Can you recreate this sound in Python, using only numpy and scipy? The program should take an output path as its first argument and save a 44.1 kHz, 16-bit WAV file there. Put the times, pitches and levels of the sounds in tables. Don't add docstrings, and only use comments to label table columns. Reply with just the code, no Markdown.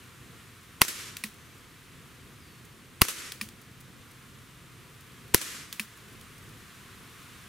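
import sys
import numpy as np
from scipy import signal
from scipy.fft import rfft, irfft
from scipy.io import wavfile
from scipy.ndimage import uniform_filter1d, map_coordinates

SR = 44100
rng = np.random.default_rng(int(sys.argv[2]) if len(sys.argv) > 2 else 0)


def waveform_to_disk(signal):
    frames = np.transpose(np.atleast_2d(signal))
    scaled = np.clip(frames, -1, 1) * 32767
    samples = np.round(scaled).astype(np.int16)
    wavfile.write(sys.argv[1], SR, samples)


N = 329868


def amp(db):
    return 10 ** (np.asarray(db) / 20)


def unit(x):
    return x / np.sqrt(np.mean(x ** 2) + 1e-20)


def seconds(length):
    return np.arange(int(length * SR)) / SR


def add(track, s, sound):
    start = max(round(s * SR), 0)
    room = track[..., start:start + sound.shape[-1]]
    room += sound[..., :room.shape[-1]]


def wobble(rate):
    knots = rng.standard_normal(int(N * rate / SR) + 4)
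    return map_coordinates(knots, [np.arange(N) * rate / SR])


def noise(size, alike):
    a, b = rng.standard_normal((2, size))
    turn = np.arccos(np.clip(alike, 0, 1)) / 2
    return np.cos(turn) * a + np.sin(turn) * np.array([b, -b])


def colour(x, points, size=8192):
    f, db = np.transpose(points)
    gain = amp(np.interp(np.log(np.fft.rfftfreq(size, 1 / SR) + 1), np.log(f), db))
    cepstrum = irfft(np.log(gain + 1e-6))
    cepstrum[1:size // 2] *= 2
    cepstrum[size // 2 + 1:] = 0
    kernel = irfft(np.exp(rfft(cepstrum)))
    kernel = kernel / np.linalg.norm(kernel)
    return signal.fftconvolve(x, kernel[None], axes=1)[:, :x.shape[1]]


def fade(t, t60):
    return np.exp(-np.log(1000) * t / t60)


def attack(t, rise_s):
    return 1 - np.exp(-t / rise_s)


def ring(t, modes):
    strengths = amp(rng.normal(0, 1.5, len(modes)))
    total = 0
    for strength, (hz, db, t60) in zip(strengths, modes):
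        tone = np.sin(2 * np.pi * (hz * t + rng.random()))
        total = total + strength * amp(db) * fade(t, t60) * tone
    return total


# [dB per Hz, relative]
CRACK_SPECTRUM = [(400, -1.5), (620, -2.5), (860, 0), (1080, 5), (1650, 1), (2100, 4), (3500, -4.5),
                  (4400, -1), (6300, -2), (7600, -10.5), (9500, 0), (10900, 3), (13000, 0), (16000, -4)]
# delay_s [s], level_db [dB]
NEARBY_SURFACES = [(.0055, -6.5), (.0069, -11), (0.015, -34), (0.034, -20)]
# pitch_hz [Hz], level_db [dB, relative], t60_s [s]
BARREL_MODES = [(2167, -3, .15), (5405, -5, .3), (5910, -6, .3), (6090, -3, .25), (6337, -5, .3),
                (6640, -5, .3), (7368, -6, .3), (8678, -3, .15), (8866, -6, .25), (10127, -5, .2),
                (10920, 0, .1), (12500, -2, .15)]


def muzzle(t, body_db):
    jet = unit(irfft(np.exp(2j * np.pi * rng.random(size=45))))
    apart = amp(-17) * np.diff(rng.standard_normal(len(jet) + 1))
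    crack = amp(-9.0) * fade(t, 0.026) * noise(len(t), 0.45)
    crack += amp(-26.5) * fade(t, 0.077) * noise(len(t), 0.63)
    add(crack, 0, np.array([jet + apart, jet - apart]))
    front = fade(t, 0.0044)
    for delay_s, level_db in NEARBY_SURFACES:
        add(crack, delay_s + rng.normal(0, 0.00018), amp(level_db) * front * noise(len(t), 0.32))
    spectrum = [(hz, db + body_db * np.exp(-np.log(hz / 2400) ** 2)) for hz, db in CRACK_SPECTRUM]
    steel = amp(-34) * ring(t, BARREL_MODES)
    return colour(crack, spectrum) + steel


THUD_HZ, THUD_LAG_S, THUD_T60_S = 352, .0002, .013


def push(t, push_db, hz, thud_db):
    cycles = hz * t * (1 + 0.2 * np.array([[-1], [1]]))
    swell = np.sin(2 * np.pi * cycles) * np.exp(-2.4 * cycles)
    eddies = colour(noise(len(t), 0), [(25, 1), (200, 0.5), (450, -2.5), (1500, -51)]) * fade(t, 0.02)
    since = np.maximum(t - THUD_LAG_S, 0)
    thud = np.sin(2 * np.pi * THUD_HZ * since) * fade(since, THUD_T60_S)
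    air = amp(push_db) * (swell + amp(-9) * eddies) - amp(thud_db) * thud
    return signal.sosfilt(signal.butter(6, 480, fs=SR, output="sos"), air)


# [dB per Hz, relative]
HAMMER_SPECTRUM = [(200, -28), (1000, 1.5), (1650, -34), (2300, -4), (5000, -19), (8000, -6), (10500, -11),
                   (16000, -47)]


def hammer(t):
    return colour(noise(len(t), 1.0), HAMMER_SPECTRUM) * attack(t, 0.0035)


# [dB per Hz, relative]
SMACK_SPECTRUM = [(100, -12), (400, 1.5), (750, -10), (1200, 0.5), (3000, 1), (5000, -2.5), (9000, 0.5),
                  (12000, -2.5), (16000, -11)]


def smack(t):
    decay = fade(t, 0.12) + .4 * fade(t, .006)
    return colour(noise(len(t), 0.32) * decay, SMACK_SPECTRUM)


PATIO_DB, PATIO_T60_S = -19, 0.22
TREES_DB, TREES_DELAY_S, TREES_RISE_S, TREES_T60_S = -30.5, 0.058, .008, 1.19
EDGE_S, EDGE_T60_S = 0.26, 0.72
DISTANT_DB, DISTANT_T60_S = -56, 4.4


def echo_envelope(t):
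    patio = amp(PATIO_DB) * fade(t, PATIO_T60_S)
    since = np.maximum(t - TREES_DELAY_S, 0)
    beyond = np.maximum(t - EDGE_S, 0)
    trees = amp(TREES_DB) * attack(since, TREES_RISE_S) * fade(since, TREES_T60_S) * fade(beyond, EDGE_T60_S)
    distant = amp(DISTANT_DB) * fade(t, DISTANT_T60_S)
    return np.sqrt(patio ** 2 + trees ** 2 + distant ** 2)


# [dB per Hz, relative]
GARDEN_SPECTRUM = [(80, -15), (350, -0.5), (750, -15.5), (1200, -1), (2200, 0), (4000, -2.5), (7500, -2),
                   (12300, -4), (13500, -9), (16000, -17)]


def garden(t):
    hz, delay, z = signal.stft(colour(noise(len(t), 0.65), GARDEN_SPECTRUM), SR, nperseg=256)
    lost_db = 20 * delay * (hz[:, None] / 10000) ** 2
    tail = signal.istft(z * amp(-lost_db), SR, nperseg=256)[1][:, :len(t)]
    unevenness_db = 0.58 * wobble(200)[:len(t)] + wobble(35.7)[:len(t)]
    return tail * echo_envelope(t) * amp(unevenness_db)


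# start_s [s], crack_db [dB], body_db (midrange boost) [dB], push_db (gas) [dB], push_hz [Hz],
# thud_db (table) [dB], echo_db [dB], smack_db (target) [dB], flight_s (smack delay) [s]; relative levels
SHOT_LIST = [(0.8166, 5.5, 8.5, 0, 210, -14, 1.5, -20.5, .0654),
             (3.0175, 4.5, 4, 4, 115, 0, 1, -19.5, .0665), (5.3450, 3, -1.5, 0, 125, 3, 0.5, -24.5, .0695)]
PUSH_LEAD_S = .001


def shots():
    out, t, run = np.zeros((2, N)), seconds(0.99), seconds(0.0062)
    for start_s, crack_db, body_db, push_db, push_hz, thud_db, echo_db, smack_db, flight_s in SHOT_LIST:
        add(out, start_s - len(run) / SR, amp(-22.5) * hammer(run))
        balance = amp([[.6], [-.6]])
        add(out, start_s, amp(crack_db) * muzzle(t, body_db) * balance)
        add(out, start_s - PUSH_LEAD_S, push(t, push_db, push_hz, thud_db))
        add(out, start_s + flight_s, amp(smack_db) * smack(t))
        add(out, start_s, amp(echo_db) * garden(t))
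    return out


def contact(t, resonances, scrape_db, scrape_t60, spread_db, spread_t60):
    modes = [(hz, db, np.log(1000) / (np.pi * width)) for hz, width, db in resonances]
    burst = amp(scrape_db) * fade(t, scrape_t60) * noise(len(t), .92)
    scatter = amp(spread_db) * fade(t, spread_t60) * noise(len(t), 0.68)
    blow = (ring(t, modes) + burst) * attack(t, 0.00044)
    spectrum = [(200, -13), (720, -18.0), (1100, -10.5), (1900, 0), (5000, -2), (10000, -2.5), (16000, -5.5)]
    return colour(blow + scatter, spectrum)


# [dB, relative]
PAWL_TICKS = [(1.1681, -29.5), (3.3199, -30), (3.4877, -41), (5.7269, -28), (6.2117, -46)]
# [dB, relative]
PAWL_RESONANCES = [(2440, 266, 0), (3320, 400, 6), (4100, 250, 0), (4750, 180, 0), (5900, 160, -3),
                   (6700, 150, -17), (7300, 180, -22), (9600, 460, 0), (12750, 200, 2), (15400, 200, -8)]


def pawl():
    out, t = np.zeros((2, N)), seconds(.3)
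    for start_s, level_db in PAWL_TICKS:
        tick = contact(t, PAWL_RESONANCES, scrape_db=8, scrape_t60=0.018, spread_db=-11.5, spread_t60=0.33)
        add(out, start_s, amp(level_db - 6.0) * tick)
    return out


# start_s [s], level_db [dB, relative], thump_db (frame) [dB]
STOP_CLACKS = [(1.2380, -21, -33), (3.4124, -21, -33.5), (5.7963, -20.5, -33.5)]
# [dB, relative]
STOP_RESONANCES = [(1080, 100, -8), (1950, 254, -4), (2450, 290, 1.5), (3630, 240, -12), (4340, 410, -3.5),
                   (5260, 300, -5.5), (8310, 300, -29), (9650, 260, -4), (13600, 400, -9)]


def stop():
    out, t = np.zeros((2, N)), seconds(.3)
    for start_s, level_db, thump_db in STOP_CLACKS:
        for delay_s, blow_db in [(0, 0), (.0033, -4.5)]:
            clack = contact(t, STOP_RESONANCES, scrape_db=-1, scrape_t60=0.0081,
                            spread_db=-18.0, spread_t60=0.19)
            add(out, start_s + delay_s, amp(level_db + blow_db) * clack)
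        thump = np.sin(2 * np.pi * 212 * t) * fade(t, .12) * attack(t, 0.0014)
        add(out, start_s + 0.00444, amp(thump_db) * thump)
    return out


def fronds():
    out, t = np.zeros((2, N)), seconds(.08)
    for when, strength in rng.random(size=(22, 2)):
        touch = noise(len(t), 0.82) * fade(t, .05)
        tick = colour(touch, [(500, -22), (2000, -11), (9000, -4), (16000, -7)])
        add(out, when * N / SR, amp(-58.0 + 10 * strength) * tick)
    return out


# start_s [s], length_s [s], start_hz [Hz], end_hz (approached) [Hz], level_db [dB]
BIRD_WHISTLES = [(1.36, .27, 6200, 5900, -67), (2.385, .28, 5300, 4100, -64), (3.98, .35, 6000, 5800, -71)]
BIRD_WAVER_HZ, BIRD_ATTACK_S, BIRD_FLUTTER_DB = 35, .012, 1.5


def bird():
    out = np.zeros((2, N))
    for start_s, length_s, start_hz, end_hz, level_db in BIRD_WHISTLES:
        t = seconds(length_s)
        glide_hz = end_hz + (start_hz - end_hz) * np.exp(-2.5 * t / length_s)
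        hz = glide_hz + BIRD_WAVER_HZ * wobble(157)[:len(t)]
        flutter = amp(BIRD_FLUTTER_DB * wobble(45)[:len(t)])
        shape = attack(t, BIRD_ATTACK_S) * np.sqrt(1 - t / length_s)
        add(out, start_s, amp(level_db) * flutter * np.sin(2 * np.pi * np.cumsum(hz) / SR) * shape)
    return out


# [dB per Hz, relative]
LEAVES_SPECTRUM = [(410, -48), (700, -5), (808, -16), (898, -9.5), (971, -2.5), (1150, 0.5), (2220, -2),
                   (2960, -4), (3640, -5.5), (4990, -10.5), (9730, -11), (15200, -16.5), (16000, -32)]
LULL_S, LULL_DB, EASE_DB_PER_S, FRESHEN_DB_PER_S = 3.5, -56, 0.6, 1.08


def leaves():
    t = np.arange(N) / SR
    breeze_db = LULL_DB + np.maximum(EASE_DB_PER_S * (LULL_S - t), FRESHEN_DB_PER_S * (t - LULL_S))
    return amp(breeze_db + 0.25 * wobble(5.4)) * unit(colour(noise(N, 0.78), LEAVES_SPECTRUM))


DRONE_HZ, DRONE_DB, DRONE_NEAREST_S, DRONE_PASS_S = 127.5, -56.5, 4.4, .5


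def engine():
    t = np.arange(N) / SR
    distance = np.hypot(1, (t - DRONE_NEAREST_S) / DRONE_PASS_S)
    level = amp(DRONE_DB + 2.5 * wobble(4.46)) / distance
    hz = DRONE_HZ + 2.57 * wobble(22.02)
    return level * np.sin(2 * np.pi * np.cumsum(hz) / SR)


# [dB per Hz, relative]
TRAFFIC_SPECTRUM = [(12, -36), (20, -34), (38, -12), (119, -2.5), (135, -3.5), (225, -9.5), (256, -8.5),
                    (286, -12), (387, -13.5), (515, -17.5), (576, -24), (676, -28), (900, -25), (1170, -51),
                    (1980, -120)]


def traffic():
    return amp(-54 + 1.37 * wobble(6)) * unit(colour(noise(N, 0.85), TRAFFIC_SPECTRUM))


def scene():
    pistol = shots() + pawl() + stop()
    return pistol + fronds() + bird() + leaves() + engine() + traffic()


def gain_control(x, threshold_db, recovery_db):
    power = np.abs(uniform_filter1d(np.mean(x ** 2, axis=0), size=64))
    excess = np.maximum(10 * np.log10(power + 1e-12) - threshold_db, 0)
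    climb = recovery_db * np.arange(N) / SR
    return x * amp(climb - np.maximum.accumulate(excess + climb))


TOP_HZ = 16000


def record(dry):
    held = gain_control(dry, threshold_db=-5.5, recovery_db=35)
    clipped = held / (1 + np.abs(held / .92) ** 8) ** (1 / 8)
    low_pass = signal.firwin(255, TOP_HZ, window="blackman", fs=SR)
    return signal.fftconvolve(clipped, low_pass[None], mode="same", axes=1)


dry = scene()
out = record(dry)
waveform_to_disk(out)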